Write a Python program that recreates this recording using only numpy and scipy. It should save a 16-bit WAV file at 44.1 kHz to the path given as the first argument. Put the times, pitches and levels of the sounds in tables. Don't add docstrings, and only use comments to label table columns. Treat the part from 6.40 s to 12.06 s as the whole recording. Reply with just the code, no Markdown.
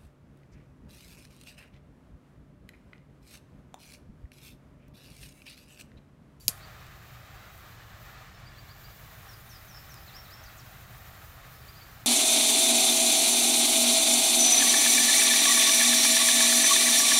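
import sys
import numpy as np
from scipy import signal
from scipy.fft import rfft, irfft, next_fast_len
from scipy.io import wavfile
from scipy.ndimage import uniform_filter1d, map_coordinates

SR = 44100
rng = np.random.default_rng(int(sys.argv[2]) if len(sys.argv) > 2 else 0)


def to_wav(sig):
    pcm = np.clip(np.atleast_2d(sig), -1, 1) * 32767
    pcm = np.round(pcm).astype(np.int16)
    wavfile.write(sys.argv[1], SR, pcm.T)


N = 249606
LIGHT_S = .084

# (time [s], body delay [s], ground delay [s])
ECHO_PATHS = [(0, .00157, .00646), (1.3, .00162, .00646), (2.3, .00178, .00642), (3.4, .00155, .00641),
              (4.5, .0016, .00637), (5.6, .0017, .00635)]


def torch(flutter_db=0.93, spit_db=1.0, unlit_db=-59, roar_db=0.73, gas_db=2.0):
    # (time [s], level [dB])
    flame_level = [(0.18, -55), (0.28, -53.5), (0.91, -55), (0.94, -54), (1.55, -54.5), (1.72, -52),
                   (2.11, -55), (4.26, -54), (5.64, -55.5)]
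    # (time [s], level [dB])
    gas_level = [(0.18, -66), (0.8, -64), (0.94, -66), (1.15, -61.5), (1.32, -60.5), (1.38, -66),
                 (1.59, -66), (1.62, -60.5), (2.06, -74.5), (2.2, -64), (2.57, -57.5), (2.75, -60),
                 (3.86, -58.5), (4.0, -62), (4.03, -59), (4.21, -60), (4.41, -57.5), (4.44, -60),
                 (4.88, -58), (5.02, -63), (5.12, -58.5), (5.41, -60), (5.47, -58), (5.64, -61)]
    # (time [s], level [dB])
    nozzle_aim = [(0, -17), (.9, -17), (1.3, -16), (1.7, -21), (2.05, -15), (2.35, -26), (2.65, -14),
                  (3.1, -10.5), (3.5, -15), (3.8, -17), (4.2, -12.5), (5.0, -12), (5.6, -13.5)]
    # (frequency [Hz], density [dB])
    roar_spectrum = [(250, -12.5), (480, -9.5), (640, -2), (790, -0.5), (950, -4.5), (1100, -0.5),
                     (1600, -0.5), (2300, -5), (3100, -10.5), (3800, -10), (5500, -17.5), (7400, -18.5),
                     (9000, -27)]
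    hiss_spectrum = [(3500, -8), (5000, -9), (6500, -7), (7600, -7.5), (8900, -16), (10200, -15),
                     (11100, -7.5), (12200, -5.5), (13400, 0.5), (14900, 2.5), (15700, -5)]
    unlit_spectrum = [(4000, -19), (6000, -8), (7100, -5), (8800, -14), (10000, -12), (10800, -3),
                      (11800, -4), (13500, -11), (15500, -13)]

    catch_s = 0.0092
    lit = np.clip((np.arange(N) / SR - LIGHT_S) / catch_s, 0, 1)
    roar_gain = undb(curve(flame_level) + roar_db + flutter_db * walk(35))
    roar = noise(roar_spectrum) * roar_gain
    nozzle = narrow_noise(hz=9570, width_hz=600)
    gas = noise(hiss_spectrum) + undb(curve(nozzle_aim)) * nozzle
    gas = gas * undb(curve(gas_level) + gas_db + spit_db * walk(40))
    unlit = undb(unlit_db) * noise(unlit_spectrum)
    return lit * (roar + gas) + (1 - lit) * unlit


def ignition(db=-38, start_hz=480, end_hz=85, fall_s=0.0048, t60=0.15):
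    t, out = seconds(.15), np.zeros(N)
    hz = end_hz + (start_hz - end_hz) * np.exp(-t / fall_s)
    pop = np.sin(2 * np.pi * np.cumsum(hz) / SR)
    add(out, LIGHT_S, undb(db) * fade(t, t60) * pop)
    return out


def striker(ring_db=-29, scatter_db=-31, scatter_t60=0.068, late_db=-51, late_t60=0.47):
    # (time [s], relative level [dB], 60 dB decay [s])
    hammer_blows = [(0.0812, -8.5, 0.0041), (0.082, -19, 0.0073)]
    # (frequency [Hz], relative level [dB], 60 dB decay [s])
    head_modes = [(4770, -4, .025), (5100, 0, .012), (6400, -11, .035), (6500, 10, 0.018), (8300, -3, .03),
                  (9640, 1, .035), (9750, 6, 0.027), (10100, -3, .035), (11200, -4, .025),
                  (11950, -4, .035), (12680, -4, .03), (14150, -2, .02)]
    # (frequency [Hz], relative level [dB])
    snap_spectrum = [(400, -45), (1600, -30), (2300, -7.5), (3600, -3), (4900, 4.5), (5700, -1.5),
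                     (6700, 2.5), (8200, -6), (9750, 6), (10900, -3.5), (12400, 2.5), (13400, -7),
                     (14200, 5), (15500, -7)]
    scatter_spectrum = [(500, -5), (2500, -12), (4500, -2.5), (7000, 2), (10000, 4.5), (13000, 3),
                        (16000, -24)]

    lead_s = .003
    t = seconds(.1)
    blows, rings, ring = np.zeros(N), np.zeros(N), np.zeros(len(t))
    for hz, db, t60 in head_modes:
        ring += undb(db) * fade(t, t60) * np.sin(2 * np.pi * (hz * t + rng.random()))
    for s, db, t60 in hammer_blows:
        add(blows, s - lead_s, undb(db) * burst(t60, lead_s))
        add(rings, s, undb(db + ring_db) * ring)
    since = np.arange(N) / SR - hammer_blows[-1][0] - ECHO_PATHS[0][2]
    tail = undb(scatter_db) * fade(since, scatter_t60) + undb(late_db) * fade(since, late_t60)
    return 2 * colour(blows, snap_spectrum) + rings + tail * noise(scatter_spectrum)


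def burst(t60, lead_s, smooth_hz=300, rise_s=0.0004):
    t = seconds(.1) - lead_s
    rattle = rng.choice([-1., 1.], len(t)) * fade(t, t60)
    spectrum = rfft(rattle)
    power = uniform_filter1d(np.abs(spectrum) ** 2, int(smooth_hz * len(t) / SR))
    evened = irfft(spectrum * np.sqrt(power.mean() / power))
    return evened * np.clip(1 + t / rise_s, 0, 1)


def herbs(rate=14, tick_db=-57, spread_db=3, t60=0.0034):
    # (time [s], relative level [dB], pitch [Hz])
    stalk_cracks = [(0.467, -49, 10000), (1.178, -46, 10500), (1.999, -56, 4500), (3.2868, -55, 9000),
                    (3.4938, -57, 9000), (3.542, -38.3, 6500)]

    t, out = seconds(.02), np.zeros(N)
    for s, db, hz in stalk_cracks:
        crack = rng.choice([-1., 1.], len(t)) * fade(t, t60)
        add(out, s, 2 * undb(db) * resonate(crack, hz, width_hz=7400))
    tick_gain = undb(tick_db + spread_db * np.minimum(rng.exponential(size=N), 4))
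    ticks = (rng.random(N) < rate / SR) * tick_gain
    return out + colour(ticks, [(1500, -2), (4000, 9), (8000, 11), (14000, -3)])


def reflections(x, body_db=-15, ground_db=-16, tremor_s=4e-5):
    body_s = curve(ECHO_PATHS, axis=1) + tremor_s * walk(6)
    ground_s = curve(ECHO_PATHS, axis=2) + tremor_s * walk(6)
    return x + undb(body_db) * delayed(x, body_s) + undb(ground_db) * delayed(x, ground_s)


def delayed(x, lag_s):
    return map_coordinates(x, [np.arange(N) - lag_s * SR], order=3)


def songbird(waver=0.014, flicker_db=2, direct_db=-0.7):
    attack_s, release_s = 0.0066, 0.0059
    leaves_db, leaves_t60 = -3, 0.1
    echo_db, echo_t60 = -6, 0.44
    out = np.zeros(N)
    wobble, flicker = walk(500), walk(150)
    for s, hz, db in notes():
        t = np.arange(len(hz)) / SR
        here = max(int(s * SR), 0) + np.arange(len(t))
        edges = np.clip(np.minimum(t / attack_s, t[::-1] / release_s), 0, 1)
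        swell = edges * undb(db + flicker_db * flicker[here])
        pitch_hz = hz * (1 + waver * wobble[here])
        add(out, s, swell * np.sin(2 * np.pi * np.cumsum(pitch_hz) / SR))
    t, heard = seconds(.5), undb(direct_db) * out
    for db, t60 in (leaves_db, leaves_t60), (echo_db, echo_t60):
        scatter = rng.standard_normal(len(t)) * fade(t, t60)
        heard = heard + undb(db) * signal.fftconvolve(out, scatter / np.linalg.norm(scatter))[:N]
    return heard


def notes():
    # (time [s], length [s], top pitch [Hz], mid-note level [dB])
    chips = [(.002, 0.02, 4750, -53.2), (.105, 0.033, 4750, -57), (.198, .058, 4760, -54),
             (1.93, 0.032, 5430, -60.2), (2.052, .036, 4920, -56.3), (2.157, .048, 4750, -57),
             (2.279, .044, 4790, -56), (2.428, .039, 4870, -56.4), (5.202, .023, 4750, -58.6),
             (5.273, .03, 4870, -54.3), (5.325, .068, 5050, -60.3), (5.407, .029, 4810, -53.8)]
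    # (time [s], length [s], start pitch [Hz], level before accents [dB])
    slurs = [(2.88, 0.077, 5910, -54.5), (3.09, .09, 6500, -54), (3.278, .116, 6540, -54),
             (3.492, 0.1, 6570, -53.5)]
    slur_accents = [-4, 0, -3, -0.5, -5]
    # (time [s], length [s], pitch [Hz], level [dB])
    whistles = [(3.342, 0.044, 5330, -49.5), (3.61, .036, 5160, -60), (3.778, .032, 5470, -54),
                (3.965, .045, 5380, -58), (5.143, .068, 5240, -63.5)]
    # (time [s], length [s], level before accents [dB])
    warbles = [(3.66, .111, -50.6), (3.834, 0.11, -51.2)]
    # (pitch [Hz], accent [dB])
    warble_shape = [(4700, -11), (4150, -3.5), (3550, -3), (3650, -7), (4480, -8), (5060, 2), (5620, 10)]
    # (time [s], length [s], start pitch [Hz], level [dB])
    sweeps = [(4.03, .058, 6600, -55), (4.166, .052, 8500, -56)]

    chip_rise_hz_per_s, chip_ease, chip_swell_db = 18400, 1.5, 5.5
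    for s, length, top_hz, db in chips:
        left = 1 - seconds(length) / length
        hz = top_hz - chip_rise_hz_per_s * length * left ** chip_ease
        yield s, hz, db + chip_swell_db * (.5 - left)

    shelf_hz, slur_end_hz, linger = 5220, 4580, 1.7
    for s, length, start_hz, db in slurs:
        u = 2 * seconds(length) / length - 1
        away_hz = np.where(u < 0, start_hz, slur_end_hz) - shelf_hz
        yield s, shelf_hz + away_hz * np.abs(u) ** linger, db + along(slur_accents, length)

    for s, length, hz, db in whistles:
        yield s, np.full(len(seconds(length)), hz), db
    for s, length, db in warbles:
        hz, accent_db = (along(column, length) for column in np.transpose(warble_shape))
        yield s, hz, db + accent_db

    sweep_end_hz = 4070
    for s, length, start_hz, db in sweeps:
        yield s, np.geomspace(start_hz, sweep_end_hz, len(seconds(length))), db


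def along(values, length):
    return np.interp(seconds(length), np.linspace(0, length, len(values)), values)


def meadow(db=-52.0, drone_db=-59, swell_db=0.04):
    # (frequency [Hz], density [dB])
    air_spectrum = [(20, -12), (45, -1.5), (70, -1), (130, -2), (160, -9.5), (195, -11), (250, -19.5),
                    (320, -18.5), (420, -21), (600, -26), (800, -29), (1400, -31.5), (4000, -31),
                    (9000, -41.5), (15500, -41)]

    rumble = noise(air_spectrum) * undb(db + swell_db * walk(2.85))
    return rumble + undb(drone_db) * narrow_noise(hz=118, width_hz=26)


def undb(db):
    return 10 ** (np.asarray(db) / 20)


def unit(x):
    return x / np.sqrt(np.mean(x ** 2) + 1e-24)


def seconds(length):
    return np.arange(int(length * SR)) / SR


def fade(t, t60):
    return (t >= 0) * np.exp(-np.log(1000) * np.maximum(t, 0) / t60)


def curve(rows, axis=1):
    rows = np.array(rows)
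    return np.interp(np.arange(N) / SR, rows[:, 0], rows[:, axis])


def colour(x, points):
    hz, db = np.transpose(points)
    size = next_fast_len(len(x) + SR // 2, True) // 2 * 2
    f = np.maximum(np.arange(size // 2 + 1) * SR / size, 1)
    outside = np.maximum(np.log(hz[0] / f), 0) + np.maximum(np.log(f / hz[-1]), 0)
    log_gain = np.log(undb(np.interp(np.log(f), np.log(hz), db))) - 2 * outside
    cepstrum = irfft(log_gain)
    cepstrum[1:size // 2] *= 2
    cepstrum[size // 2 + 1:] = 0
    return irfft(rfft(x, size) * np.exp(rfft(cepstrum)))[:len(x)]


def noise(points):
    return unit(colour(rng.standard_normal(N), points))


def resonate(x, hz, width_hz):
    b, a = signal.iirpeak(min(hz, SR / 2 - 1), hz / width_hz, fs=SR)
    return signal.lfilter(b, a, x)


def narrow_noise(hz, width_hz):
    once = resonate(rng.standard_normal(N), hz, width_hz)
    return unit(resonate(once, hz, width_hz))


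def walk(rate):
    k = int(SR / rate)
    steps = np.repeat(rng.standard_normal(N // k + 1), k)
    return unit(uniform_filter1d(uniform_filter1d(steps, k), k)[:N])


def add(out, s, x):
    i = max(int(s * SR), 0)
    out[i:i + len(x)] += x[:N - i]


def scene():
    near = striker() + ignition() + torch() + herbs()
    mono = reflections(near) + songbird() + meadow()
    return np.array([mono, mono])


def record(dry):
    top_hz = 15750
    low_pass = signal.ellip(10, .2, 80, top_hz, fs=SR, output="sos")
    return signal.sosfilt(low_pass, dry)


dry = scene()
out = record(dry)
to_wav(out)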